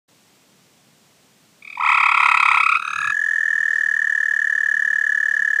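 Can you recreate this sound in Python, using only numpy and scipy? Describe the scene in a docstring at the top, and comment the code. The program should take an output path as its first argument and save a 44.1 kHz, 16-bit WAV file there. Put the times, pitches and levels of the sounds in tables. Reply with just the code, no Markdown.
"""Four tree frogs call at night beside a pool. Three croak across each other in buzzy trains of
rising pulses; then the nearest, on a stone rim, inflates its throat sac and holds a clean trill.
Each pulse is a puff of air that vibrates the vocal cords; the sac radiates the sound.
Stone reflects the calls, over a faint outdoor hiss, a brief rumble and two soft rustles."""
import sys
import numpy as np
from scipy import signal
from scipy.fft import rfft, irfft, next_fast_len
from scipy.io import wavfile
from scipy.ndimage import uniform_filter1d, minimum_filter1d

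SR = 44100
rng = np.random.default_rng(int(sys.argv[2]) if len(sys.argv) > 2 else 0)


def store_pcm(level_fs):
    """Save levels as 16-bit WAV."""
    pcm = np.round(np.clip(level_fs, -1, 1) * 32767).astype(np.int16)
    wavfile.write(sys.argv[1], SR, np.atleast_2d(pcm).T)


N = 246959


def croaks(rasp_db=-31.5, sac_cut_hz=740):
    """Three frogs at slightly different paces: pulses slide through each other and reflect off stone."""
    # Per frog (lead, deep, thin): (start [s], end [s], settled rate [1/s], initial extra rate [1/s],
    # settling [s], rate lost at end [1/s])
    paces = [(1.6278, 2.767, 35.06, 3.75, .1755, 2.79), (1.7771, 2.615, 36.11, 5.71, .0773, 2.87),
             (2.1683, 3.116, 37.39, .975, .526, 4.06)]
    # Per frog: (level [dB], pitch [Hz], fundamental [dB], fundamental before swell [dB],
    # overtones before swell [dB], climax push [dB])
    voices = [(-11.8, 1266, -.1, -33, -16, .7), (-15.1, 1033, 1, 1, -13.7, 1.3),
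              (-15.0, 1282, -.9, 0, 0, 2.8)]
    # Pulse per frog: (fundamental peak [s], overtone peak [s], rise [s], fall [s],
    # upward glide [share of pitch], glide time [s])
    pulses = [(0, -.0021, .00345, .0037, .25, .014), (0, .00085, .00315, .0034, .117, .0046),
              (.0012, 0, .0028, .0008, .08, .0055)]
    # Unevenness per frog: (pitch scatter [share], level scatter [dB], roughness [share])
    scatters = [(.012, .5, .02), (.013, 1.6, .028), (.008, 1.0, .02)]
    # Harmonics from the 2nd up: (level [dB])
    lead_db = [1.5, -21.5, -31.5, -47, -69.5, -53]
    deep_db = [0.5, -12, -49.5, -42.5, -40, -33.5, -44.5]
    thin_db = [-3.5, -17, -36, -31, -47, -28]
    # Air through the throats: (frequency [Hz], level [dB])
    rasp_colour = [(300, -42), (900, -13.5), (3300, -5.5), (4300, 3), (5500, -7.5), (8300, 0),
                   (10500, -17.5), (11800, -19), (15000, -32)]
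    # Throat response: (frequency [Hz], gain [dB])
    throat_colour = [(770, -1.5), (900, 0), (1250, 1), (1480, 2.5), (1680, -5.5), (1820, 1), (2550, -0.5),
                     (2750, -3.5), (2920, -11), (3150, -0.5), (3950, 1.5), (4300, -3), (4750, 4.5),
                     (5500, 0)]
    # Stone reflections: (delay [s], gain [dB])
    stones = [(.0021, -24.5), (.0036, -14), (.0053, -22.5), (.0071, -12.5), (0.0122, -19)]
    frogs = zip(paces, voices, pulses, scatters, [lead_db, deep_db, thin_db])
    fundamental, overtones, flow = np.sum([croak_pulses(*frog) for frog in frogs], axis=0)
    calls = fundamental + overtones + amp(rasp_db) * flow * noise(rasp_colour)
    radiation = lambda hz: hz ** 8 / np.hypot(hz ** 8, sac_cut_hz ** 8)  # small sacs radiate no bass
    reflections = lambda hz: 1 + sum(amp(db) * delay(hz, s) for s, db in stones)
    return filtered(calls, lambda hz: amp(along(throat_colour, hz)) * radiation(hz) * reflections(hz))


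def croak_pulses(pace, voice, pulse, scatter, harmonics_db):
    """One frog's upward chirps; effort sets level, brightness, pitch and length."""
    level_db, pitch_hz, sac_db, shut_db, soft_db, push_db = voice
    low_peak_s, high_peak_s, rise_s, fall_s, glide, glide_s = pulse
    swell_at_s, sac_open_s, swell_s = 1.784, .03, .092  # sac fills first, overtones follow
    climax_at_s, climax_s = 2.36, .106
    times, index, t = pulse_grid(pace, jitter_s=.0001)
    before_swell = lambda s: np.clip(1 - (times - swell_at_s) / s, 0, 1)
    onset_db = -8.8 * np.exp(-(times - pace[0]) / .028)  # weak first pulses
    effort_db = onset_db + soft_db * before_swell(swell_s)
    climax_db = push_db * hump(times - climax_at_s, climax_s, climax_s)
    stretch = np.exp(.0185 * effort_db - .12 * climax_db)  # weak and pushed pulses are both short
    chirp = np.maximum(1 + glide * (1 - np.exp(-t / glide_s)), .5)
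    hz = pitch_hz * (1 + .0022 * effort_db) * chirp  # weak pulses are flat
    low_db = level_db + climax_db + onset_db + sac_db + shut_db * before_swell(sac_open_s)
    low = amp(low_db) * hump(t / stretch - low_peak_s, rise_s, fall_s)
    high = amp(level_db + climax_db + effort_db) * hump(t / stretch - high_peak_s, rise_s, fall_s)
    # weak pulses keep some upper harmonics
    edged_db = [db - .28 * effort_db * (order > 2) for order, db in enumerate(harmonics_db, 2)]
    return larynx(index, t, hz, low, high, edged_db, *scatter)


def trill(sac_hz=1700, sac_width_hz=54, direct_db=-2, air_db=-49):
    """The taut sac rings just under the pitch and beats with it: each pulse has a smaller second lobe."""
    # Throat resonances: (centre [Hz], width [Hz], gain [dB])
    modes = [(2977, 73, 20), (5860, 100, 9.5), (9970, 48, 20)]
    # Air through the throat: (frequency [Hz], level [dB])
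    air_colour = [(40, -45.5), (300, -23), (1200, 26.5), (2000, -11), (2450, -21.5), (3100, 15),
                  (4000, 4.5), (4700, 13), (8500, -21), (11000, -28.5), (15000, -22)]
    fundamental, overtones, flow = trill_pulses()
    sac = lambda hz: amp(direct_db) + resonance(hz, sac_hz, sac_width_hz)
    rim = lambda hz: 1 - .3 * delay(hz, .00572)  # one close reflection
    throat = lambda hz: 1 + sum(amp(db) * resonance(hz, centre, width) for centre, width, db in modes)
    tone = filtered(fundamental, lambda hz: sac(hz) * rim(hz))
    buzz = filtered(overtones, throat)
    lingering = uniform_filter1d(flow, size=SR // 80, origin=SR // 250)  # hiss spills into the gaps
    return tone + buzz + amp(air_db) * (flow + 2 * lingering) * noise(air_colour)


def trill_pulses():
    """Arched pulses that grow higher, longer and purer as the sac inflates."""
    # (start [s], end [s], settled rate [1/s], initial extra rate [1/s], settling [s],
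    # rate lost at end [1/s])
    pace = (2.8211, 5.599, 36.59, 6.457, .7735, 1.365)
    # Harmonics from the 2nd up: (level [dB])
    harmonics_db = [-44, -49, -36, -46, -52.5, -60.5, -61]
    scoop, scoop_lead_s, scoop_s, droop_s, sag_hz_per_s = .2, .0035, .0004, .023, 10
    buzz_lead_s, buzz_attack_s = .0045, .00028
    open_lead_s, attack_s, hold_s, release_s = .003, .00065, .0042, .0012
    flutter_share, flutter_s, flutter_fade_s = .08, .0095, .0009
    times, index, t = pulse_grid(pace, jitter_s=.00005)
    age_s = np.abs(times - pace[0])
    inflation = 1 - np.exp(-(age_s / .23) ** 1.5)
    follow = lambda slack, full: slack + (full - slack) * inflation
    # pitch scoops up as the cords open, droops after the centre
    arch = 1 - scoop * step(-(t + scoop_lead_s) / scoop_s) - inflation * (np.maximum(t, 0) / droop_s) ** 2
    hz = (follow(1545, 1805) - sag_hz_per_s * age_s) * arch
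    # cords start to vibrate, open, hold, release, then flutter on
    shape_t = t / follow(.55, 1)
    buzz = step((shape_t + buzz_lead_s) / buzz_attack_s) * step((flutter_s - shape_t) / flutter_fade_s)
    swell = step((shape_t + open_lead_s) / attack_s) * step((hold_s - shape_t) / release_s)
    low = amp(follow(-28, -9.7)) * buzz * (flutter_share + (1 - flutter_share) * swell)
    fade_in_db = -24 * np.exp(-age_s / .065)
    high = amp(follow(-9, -8.8) + fade_in_db) * buzz
    # a slack sac favours the 4th harmonic
    voiced_db = [db + follow(13, .3) * (order == 4) for order, db in enumerate(harmonics_db, 2)]
    return larynx(index, t, hz, low, high, voiced_db, pitch_scatter=.002, scatter_db=.15, rough=.006)


def larynx(index, t, pitch_hz, low, high, harmonics_db, pitch_scatter, scatter_db, rough):
    """Puffs drive the cords: returns fundamental (envelope low), overtones and air flow (envelope high)."""
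    chance = rng.standard_normal((len(t), 2))
    # cycle-to-cycle unevenness smears high overtones into rasp
    uneven = rough * unit(uniform_filter1d(rng.standard_normal(t.shape), size=30, axis=1))
    hz = pitch_hz * (1 + pitch_scatter * chance[:, [0]]) * (1 + uneven)
    # cords start from rest: nearly the same wave in every pulse
    cycles, centre = np.cumsum(hz, axis=1) / SR, [t.shape[1] // 2]
    phase = 2 * np.pi * (cycles - cycles[:, centre] + (hz * t)[:, centre])
    gain = signal.windows.tukey(t.shape[1], 1 / 4) * amp(scatter_db * chance[:, [1]])
    upper = sum(amp(db) * np.sin(order * phase) for order, db in enumerate(harmonics_db, 2))
    overlap_add = lambda pulses: np.bincount(index.ravel(), (gain * pulses).ravel(), N)[:N]
    return overlap_add(low * np.sin(phase)), overlap_add(high * upper), overlap_add(high)


def pulse_times(start_s, end_s, settled_hz, hurry_hz, settle_s, flag_hz, flag_s=.15):
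    """A call starts hurried, settles, then flags; one pulse per whole count of the integrated rate."""
    t = np.arange(start_s, end_s, 1 / SR)
    rate_hz = settled_hz + hurry_hz / (1 + ((t - start_s) / settle_s) ** 3)
    rate_hz -= flag_hz * np.exp((t - end_s) / flag_s)
    count = np.cumsum(rate_hz) / SR
    return np.interp(np.arange(int(count[-1]) + 1), count, t)


def pulse_grid(pace, jitter_s):
    """One row per pulse: centre [s], sample indices, time from centre [s]."""
    times = pulse_times(*pace)[:, None]
    times = times + jitter_s * rng.standard_normal(times.shape)
    half = SR // 60
    index = np.round(times * SR).astype(int) + np.arange(-half, half)
    return times, index, index / SR - times


def surroundings(x):
    """Short diffuse reverberation, 10 ms late."""
    # Decay: (frequency [Hz], T60 [s])
    t60 = [(300, 0.1), (2000, 0.052), (10000, 0.12)]
    hz, t, spectrum = signal.stft(rng.standard_normal(SR // 3), SR, nperseg=256)
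    tail = signal.istft(spectrum * amp(-60 * t / along(t60, hz)[:, None]), SR, nperseg=256)[1]
    return signal.fftconvolve(np.pad(x, (SR // 100, 0)), tail / np.linalg.norm(tail))[:N]


def night(hiss_db=-56):
    """Steady outdoor hiss, a brief low rumble early in the trill, faint rustles."""
    # Swells: (time [s], level [dB], width [s])
    rumbles = [(2.95, -60, .04), (3.005, -48, .022), (3.09, -50.5, .025)]
    rustles = [(3.755, -53.5, .045), (5.35, -54, .03)]
    # Spectra: (frequency [Hz], level [dB])
    hiss_colour = [(25, -46), (50, -27), (90, -11), (140, -.5), (200, .5), (310, -5), (700, -9.5),
                   (1650, -13.5), (2400, -12), (4700, -14), (8200, -15.5), (10100, -22), (15500, -23.5)]
    rumble_colour = [(20, -23.5), (60, -11.5), (120, -1.5), (190, -9), (350, -36), (1000, -76)]
    rustle_colour = [(100, -30.5), (300, -17), (470, 0), (700, -13.5), (2400, -35), (5000, -8), (9000, -24),
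                     (15000, -31.5)]
    t = np.arange(N) / SR
    swells = lambda rows: sum(amp(db) * hump(t - s, width_s, width_s) for s, db, width_s in rows)
    hiss = amp(hiss_db) * noise(hiss_colour)
    return hiss + swells(rumbles) * noise(rumble_colour) + swells(rustles) * noise(rustle_colour)


def amp(db):
    """Decibels to gain."""
    return 10 ** (np.asarray(db) / 20)


def unit(x):
    """x at rms 1."""
    return x / np.sqrt(np.mean(x ** 2) + 1e-20)


def along(points, hz):
    """Interpolate (frequency [Hz], value) points on a log axis."""
    knots_hz, values = np.transpose(points)
    return np.interp(np.log(hz + 1), np.log(knots_hz + 1), values)


def filtered(x, response):
    """x through a complex frequency response."""
    size = next_fast_len(N + SR // 2)
    return irfft(rfft(x, size) * response(np.fft.rfftfreq(size, 1 / SR)), size)[:N]


def noise(colour):
    """Coloured noise, rms 1."""
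    return unit(filtered(rng.standard_normal(N), lambda hz: amp(along(colour, hz))))


def delay(hz, s):
    """Response of a path s seconds longer."""
    return np.exp(-2j * np.pi * hz * s)


def resonance(hz, centre_hz, width_hz):
    """Response of one ringing mode."""
    return 1j * hz * width_hz / (centre_hz ** 2 - hz ** 2 + 1j * hz * width_hz)


def step(x):
    """Smooth rise from 0 to 1 around x = 0."""
    return .5 + .5 * np.tanh(x / 2)


def hump(t, rise_s, fall_s):
    """Asymmetric bell around t = 0."""
    return np.exp(-.5 * (t / np.where(t < 0, rise_s, fall_s)) ** 2)


def scene():
    """Frogs, reverberation and night air; the nearest frog is almost dry."""
    far, near = croaks(), trill()
    reverb = surroundings(amp(-12.7) * far + amp(-19) * near)
    return (far + near + reverb + night())[None]


def record(dry, open_s=.078, fade_s=.012, ceiling=.92, top_hz=15500):
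    """Microphone opens after a moment; peak limiter, then band limit."""
    x = dry[0] * np.clip((np.arange(N) / SR - open_s) / fade_s, 0, 1)
    needed_gain = ceiling / np.maximum(np.abs(x), ceiling)
    gain = uniform_filter1d(minimum_filter1d(needed_gain, size=265), size=265)  # 6 ms hold and smoothing
    return filtered(x * gain, lambda hz: hz < top_hz)[None]


dry = scene()
out = record(dry)
store_pcm(out)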